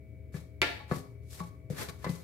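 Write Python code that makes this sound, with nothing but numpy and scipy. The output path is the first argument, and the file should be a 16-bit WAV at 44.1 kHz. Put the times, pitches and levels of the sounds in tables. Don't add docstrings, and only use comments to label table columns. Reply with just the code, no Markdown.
import sys
import numpy as np
from scipy import signal
from scipy.fft import rfft, irfft, next_fast_len
from scipy.io import wavfile
from scipy.ndimage import map_coordinates

SR = 44100
rng = np.random.default_rng(int(sys.argv[2]) if len(sys.argv) > 2 else 0)


def generate_wav(sig):
    pcm = np.round(np.clip(np.atleast_2d(sig).T, -1, 1) * 32767).astype(np.int16)
    wavfile.write(sys.argv[1], SR, pcm)


N = 98607

# multiple of the motor frequency, level/dB
MOTOR_PARTIALS = [(2, -57.5), (5, -68.5), (7, -66), (9, -73.5), (11, -70.5), (35, -86.5), (38, -84),
                  (39, -74.5)]
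MOTOR_HZ = 58.03
DRONE_HZ, DRONE_DB = 75.5, -52
WAVER_DB = 2
# f/Hz, relative level/dB
AIR_COLOUR = [(35, -13), (55, 4), (115, 9), (160, -4.5), (420, -11), (620, -20), (800, -31.5),
              (1100, -37.5), (1900, -33), (2280, -24), (2700, -39), (6000, -47.5), (15000, -43)]
AIR_DB = -51.5

# t/s, wet hiss level/dB, scraping on metal level/dB
STROKES = [
    [(.322, -78, -74), (.345, -57.5, -65), (.37, -56, -52.5), (.41, -65.5, -68), (.48, -82.5, -81.5)],
    [(.88, -72.5, -68), (.915, -55.5, -45), (.945, -52.5, -50), (.98, -51, -54), (1.0, -59, -65),
     (1.06, -79, -98)],
    [(1.22, -83.5, -82), (1.294, -67.5, -94), (1.305, -56.5, -72), (1.348, -50.5, -58), (1.368, -59.5, -67),
     (1.396, -51, -50.5), (1.42, -63, -62), (1.466, -63.5, -68), (1.5, -69, -82)],
    [(1.70, -56, -73), (1.71, -55, -62.5), (1.74, -58.5, -55), (1.808, -43, -41), (1.843, -47, -46),
     (1.884, -61.5, -60.5), (1.897, -47, -43), (1.92, -76, -91), (1.98, -94, -89)],
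    [(1.985, -70, -75), (2.035, -60.5, -57.5), (2.075, -60, -51), (2.10, -52.5, -56), (2.19, -59.5, -64),
     (2.237, -66, -65.5)],
]
# f/Hz, relative level/dB
HISS_COLOUR = [(300, -27), (1500, -7), (4000, 2.5), (8500, 2.5), (10500, 0), (13000, 1.5), (15500, -12)]
# f/Hz, relative level/dB
SCRAPE_COLOUR = [(150, 3), (450, 0.5), (800, -0.5), (1150, 0), (2200, 0.5), (3000, -8.5), (4400, -5),
                 (8000, -32)]
GRAINS_PER_S, GRAIN_SHARE = 1200, 0.29
SLIPS_PER_S, SLIP_DB = 130, 1.7
SCRAPE_RING_DB = -1.5

# t/s, two favoured modes f/Hz and f/Hz, their boost level/dB,
# then relative levels of thud/dB, wood/dB, low ring/dB, high ring/dB and tick/dB
KNOCKS = [(0.342, 151, 1738, 2.5, -31, -38.5, -51, -46, -73),
          (0.801, 842, 2270, 11, -57, -59, -42.5, -49.5, -76),
          (0.9128, 1145, 1215, 11, -23, -25.5, -29, -36, -54),
          (.962, 172, 172, 7.5, -35, -37.5, -54, -58, -58),
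          (1.4035, 172, 1115, 12.5, -39, -42, -34, -51, -54),
          (1.7013, 151, 490, 5.5, -31.5, -33, -71, -54, -67),
          (1.8863, 1115, 2270, 8.5, -40, -51, -47.5, -47, -43),
          (2.0435, 1030, 2022, 15, -38.5, -33, -31, -42.5, -42.5),
          (2.064, 172, 2022, 16.5, -39, -31.5, -42, -42, -64),
          (2.092, 172, 525, 4.5, -28, -37, -45, -63, -45)]
KNOCK_BANDS_HZ = [175, 480, 950, 2000]
# f/Hz, relative level/dB, t60/s
POT_MODES = [(149.3, 0.5, 0.13), (170.3, -6, 0.23), (265, -18, 0.51), (402.5, -2, 0.057),
             (493.4, -5.5, 0.11), (534, -19, 0.25), (849.6, -14, 0.16), (1031, -13, 0.082),
             (1121, -8.5, 0.12), (1121.7, -16.5, 0.11), (1209, -13, 0.05), (1728, -5, 0.083),
             (2022, -15.5, 0.27), (2264, -9.5, 0.077)]
# f/Hz, relative level/dB
TICK_COLOUR = [(200, 12), (1500, -11), (4000, 9), (9000, -6), (15000, -18)]
TICK_T60, CRUNCH_T60 = 0.06, 0.13
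CRUNCH_DB = -7.5
WOOD_TOP_HZ = 660
ATTACK_CYCLES = 0.61

# t/s, ring level/dB, clatter level/dB, crack level/dB
CUP_CONTACTS = [(0.617, -10, -21.5, -28.5), (0.62724, -16, -25, -36)]
# f/Hz, relative level/dB, t60/s
CUP_MODES = [(281.4, -31, .3), (342, -13, 0.067), (481.5, -28.5, 0.27), (693.8, -27, 0.16),
             (865, -24.5, 0.14), (1393, -25, 0.23), (1775, -23, 0.18), (2005, -23.5, 0.29),
             (2050, -14.5, 0.063), (2165, -30.5, 0.39), (2286, -1, 0.016), (2630, -30, 0.12),
             (2920, -30, .16), (3350, -10.5, .01), (4700, -17, 0.012)]
# f/Hz, relative level/dB
CLATTER_COLOUR = [(120, 0), (330, -12), (600, -8.5), (1100, -13), (1750, -2.5), (2300, 1.5), (3000, -3),
                  (4700, -11), (5600, -25.5), (9000, -33.5)]
# f/Hz, relative level/dB
CRACK_COLOUR = [(1000, -2), (4000, -2), (7500, -7.5), (9000, -15.5), (11000, -5), (13500, -20),
                (15500, -32)]
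CLATTER_T60, CRACK_T60 = 0.032, 0.04
CUP_LEFT_DB = -1

# f/Hz, t60/s
ROOM_T60 = [(150, 0.28), (400, 0.48), (7000, 0.45), (14000, 0.55)]
# f/Hz, relative level/dB
ROOM_COLOUR = [(120, -6.5), (300, -0.5), (700, 2), (2000, -6), (5000, -4), (12000, -6.5)]
ROOM_BUILD_S = 0.0019
STIR_ROOM_DB, KNOCK_RING_ROOM_DB, KNOCK_CONTACT_ROOM_DB = -4, -6.5, -12
CUP_RING_ROOM_DB, CUP_CLATTER_ROOM_DB = -3.5, 7.5

# f/Hz, left over right level/dB
LEFT_DB = [(80, 6), (180, 7), (350, 2), (600, 4), (1100, 4), (2500, 3), (12000, 3)]
# f/Hz, correlation
ALIKE = [(150, 0.89), (450, 0.8), (1000, 0.098), (2200, 0.057), (7000, .05)]
# f/Hz, lead on the left and equal lag on the right/rad
LEFT_LEAD = [(150, -0.048), (500, -0.024), (1100, 0.68), (2100, -0.55), (4000, .5)]
LOW_CUT_HZ, TOP_HZ = 54, 15800


def amp(db):
    return 10 ** (np.asarray(db) / 20)


def unit(x):
    return x / np.sqrt(np.mean(x ** 2) + 1e-20)


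def along(points, hz):
    f, value = np.transpose(points)
    return np.interp(np.log(hz + 1), np.log(f + 1), value)


def wobble(rate):
    knots = rng.standard_normal(2048)
    return map_coordinates(knots, [np.arange(N) * rate / SR], mode="wrap")


def filtered(x, response):
    size = next_fast_len(x.shape[-1] + SR // 4)
    spectrum = rfft(x, size) * response(np.fft.rfftfreq(size, 1 / SR))
    return irfft(spectrum, size)[..., :x.shape[-1]]


def coloured(pair, colour):
    def mid_side_gains(hz):
        angle = np.arccos(np.clip(along(ALIKE, hz), -1, 1)) / 2
        return amp(along(colour, hz)) * np.array([np.cos(angle), np.sin(angle)])

    mid, side = filtered(pair, mid_side_gains)
    return unit(np.array([mid + side, mid - side]))


def burst(colour, t60):
    t = np.arange(SR // 2) / SR
    noise = coloured(rng.standard_normal((2, len(t))), colour)
    return noise * amp(-60 * t / t60)


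def ring(modes, colour):
    t = np.arange(SR // 2) / SR
    out = 0
    for hz, db, t60 in modes:
        phase = along(LEFT_LEAD, hz) * np.array([[1], [-1]])
        swell = 1 - np.exp(-(t * hz / ATTACK_CYCLES) ** 2)
        decay = amp(db + along(colour, hz) - 60 * t / t60)
        out = out + swell * decay * np.cos(2 * np.pi * hz * t + phase)
    return out


def add(track, s, sound):
    part = track[:, round(s * SR):][:, :sound.shape[1]]
    part += sound[:, :part.shape[1]]


def kitchen(x, room_db):
    hz, t, bins = signal.stft(rng.standard_normal((2, SR * 3 // 5)), SR, nperseg=256)
    decay = amp(-60 * t / along(ROOM_T60, hz)[:, None])
    tail = signal.istft(bins * decay, SR, nperseg=256)[1]
    tail_t = np.arange(tail.shape[1]) / SR
    tail = tail * (1 - np.exp(-(tail_t / ROOM_BUILD_S) ** 2))
    tail = tail / np.linalg.norm(tail[0])
    tail = filtered(tail, lambda f: amp(along(ROOM_COLOUR, f)))
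    answer = signal.fftconvolve(x, tail, axes=1)[:, :x.shape[1]]
    return x + amp(room_db) * answer


def appliance():
    t = np.arange(N) / SR
    out = amp(AIR_DB) * coloured(rng.standard_normal((2, N)), AIR_COLOUR)
    partials = [(multiple * MOTOR_HZ, db) for multiple, db in MOTOR_PARTIALS]
    for hz, db in partials + [(DRONE_HZ, DRONE_DB)]:
        stereo_phase = np.array([[-.35], [.35]])
        phase = 2 * np.pi * hz * t + 0.58 * wobble(7.67) + stereo_phase
        level = amp(db + WAVER_DB * wobble(8.22))
        out = out + np.sqrt(2) * level * np.sin(phase)
    return out


def grains():
    sparks = (rng.random(N) < GRAINS_PER_S / SR) * rng.standard_normal((2, N))
    bed = rng.standard_normal((2, N))
    return np.sqrt(GRAIN_SHARE) * unit(sparks) + np.sqrt(1 - GRAIN_SHARE) * bed


def pot_response(f):
    out = 0
    for hz, db, t60 in POT_MODES:
        damping = 1j * f * np.log(1000) / np.pi / t60
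        out = out + amp(db) * damping / (hz * hz - f * f + damping)
    return out


def stirring():
    t = np.arange(N) / SR
    hiss_gain, scrape_gain = 0, 0
    for stroke in STROKES:
        s, hiss_db, scrape_db = np.transpose(stroke)
        hiss_gain = hiss_gain + amp(np.interp(t, s, hiss_db, -np.inf, -np.inf))
        scrape_gain = scrape_gain + amp(np.interp(t, s, scrape_db, -np.inf, -np.inf))
    hiss = coloured(grains(), HISS_COLOUR)
    pot_ring = unit(filtered(grains(), pot_response))
    scrape = coloured(grains(), SCRAPE_COLOUR) + amp(SCRAPE_RING_DB) * pot_ring
    rub = hiss_gain * hiss + scrape_gain * scrape
    flutter = amp(SLIP_DB * wobble(SLIPS_PER_S))
    return kitchen(rub * flutter, STIR_ROOM_DB)


def spoon_knocks():
    out = np.zeros((2, N))
    for s, first_hz, second_hz, favour_db, thud_db, wood_db, low_db, high_db, tick_db in KNOCKS:
        colour = list(zip(KNOCK_BANDS_HZ, [thud_db, wood_db, low_db, high_db]))
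        favoured = [np.argmin([abs(hz - spot_hz) for hz, _, _ in POT_MODES])
                    for spot_hz in (first_hz, second_hz)]
        modes = [(hz, db + favour_db * (k in favoured), t60)
                 for k, (hz, db, t60) in enumerate(POT_MODES)]
        edges = [(80, thud_db - 27.5), (WOOD_TOP_HZ, low_db), (3200, high_db - 25), (8000, high_db - 41)]
        crunch = amp(wood_db + CRUNCH_DB) * burst(sorted(colour + edges), CRUNCH_T60)
        tick = amp(tick_db) * burst(TICK_COLOUR, TICK_T60)
        add(out, s, kitchen(ring(modes, colour), KNOCK_RING_ROOM_DB))
        add(out, s, kitchen(crunch + tick, KNOCK_CONTACT_ROOM_DB))
    return out


def cup():
    tone, clatter = np.zeros((2, 2, N))
    for s, ring_db, clatter_db, crack_db in CUP_CONTACTS:
        add(tone, s, ring(CUP_MODES, [(1, ring_db)]))
        add(tone, s, amp(crack_db) * burst(CRACK_COLOUR, CRACK_T60))
        add(clatter, s, amp(clatter_db) * burst(CLATTER_COLOUR, CLATTER_T60))
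    in_room = kitchen(tone, CUP_RING_ROOM_DB) + kitchen(clatter, CUP_CLATTER_ROOM_DB)
    return in_room * amp(CUP_LEFT_DB * np.array([[.5], [-.5]]))


def scene():
    return appliance() + stirring() + spoon_knocks() + cup()


def record(dry):
    low_cut = signal.butter(2, LOW_CUT_HZ, "high", fs=SR, output="sos")
    thin = signal.sosfilt(low_cut, dry)
    sides = np.array([[.5], [-.5]])
    return filtered(thin, lambda hz: amp(along(LEFT_DB, hz) * sides) * (hz < TOP_HZ))


dry = scene()
out = record(dry)
generate_wav(out)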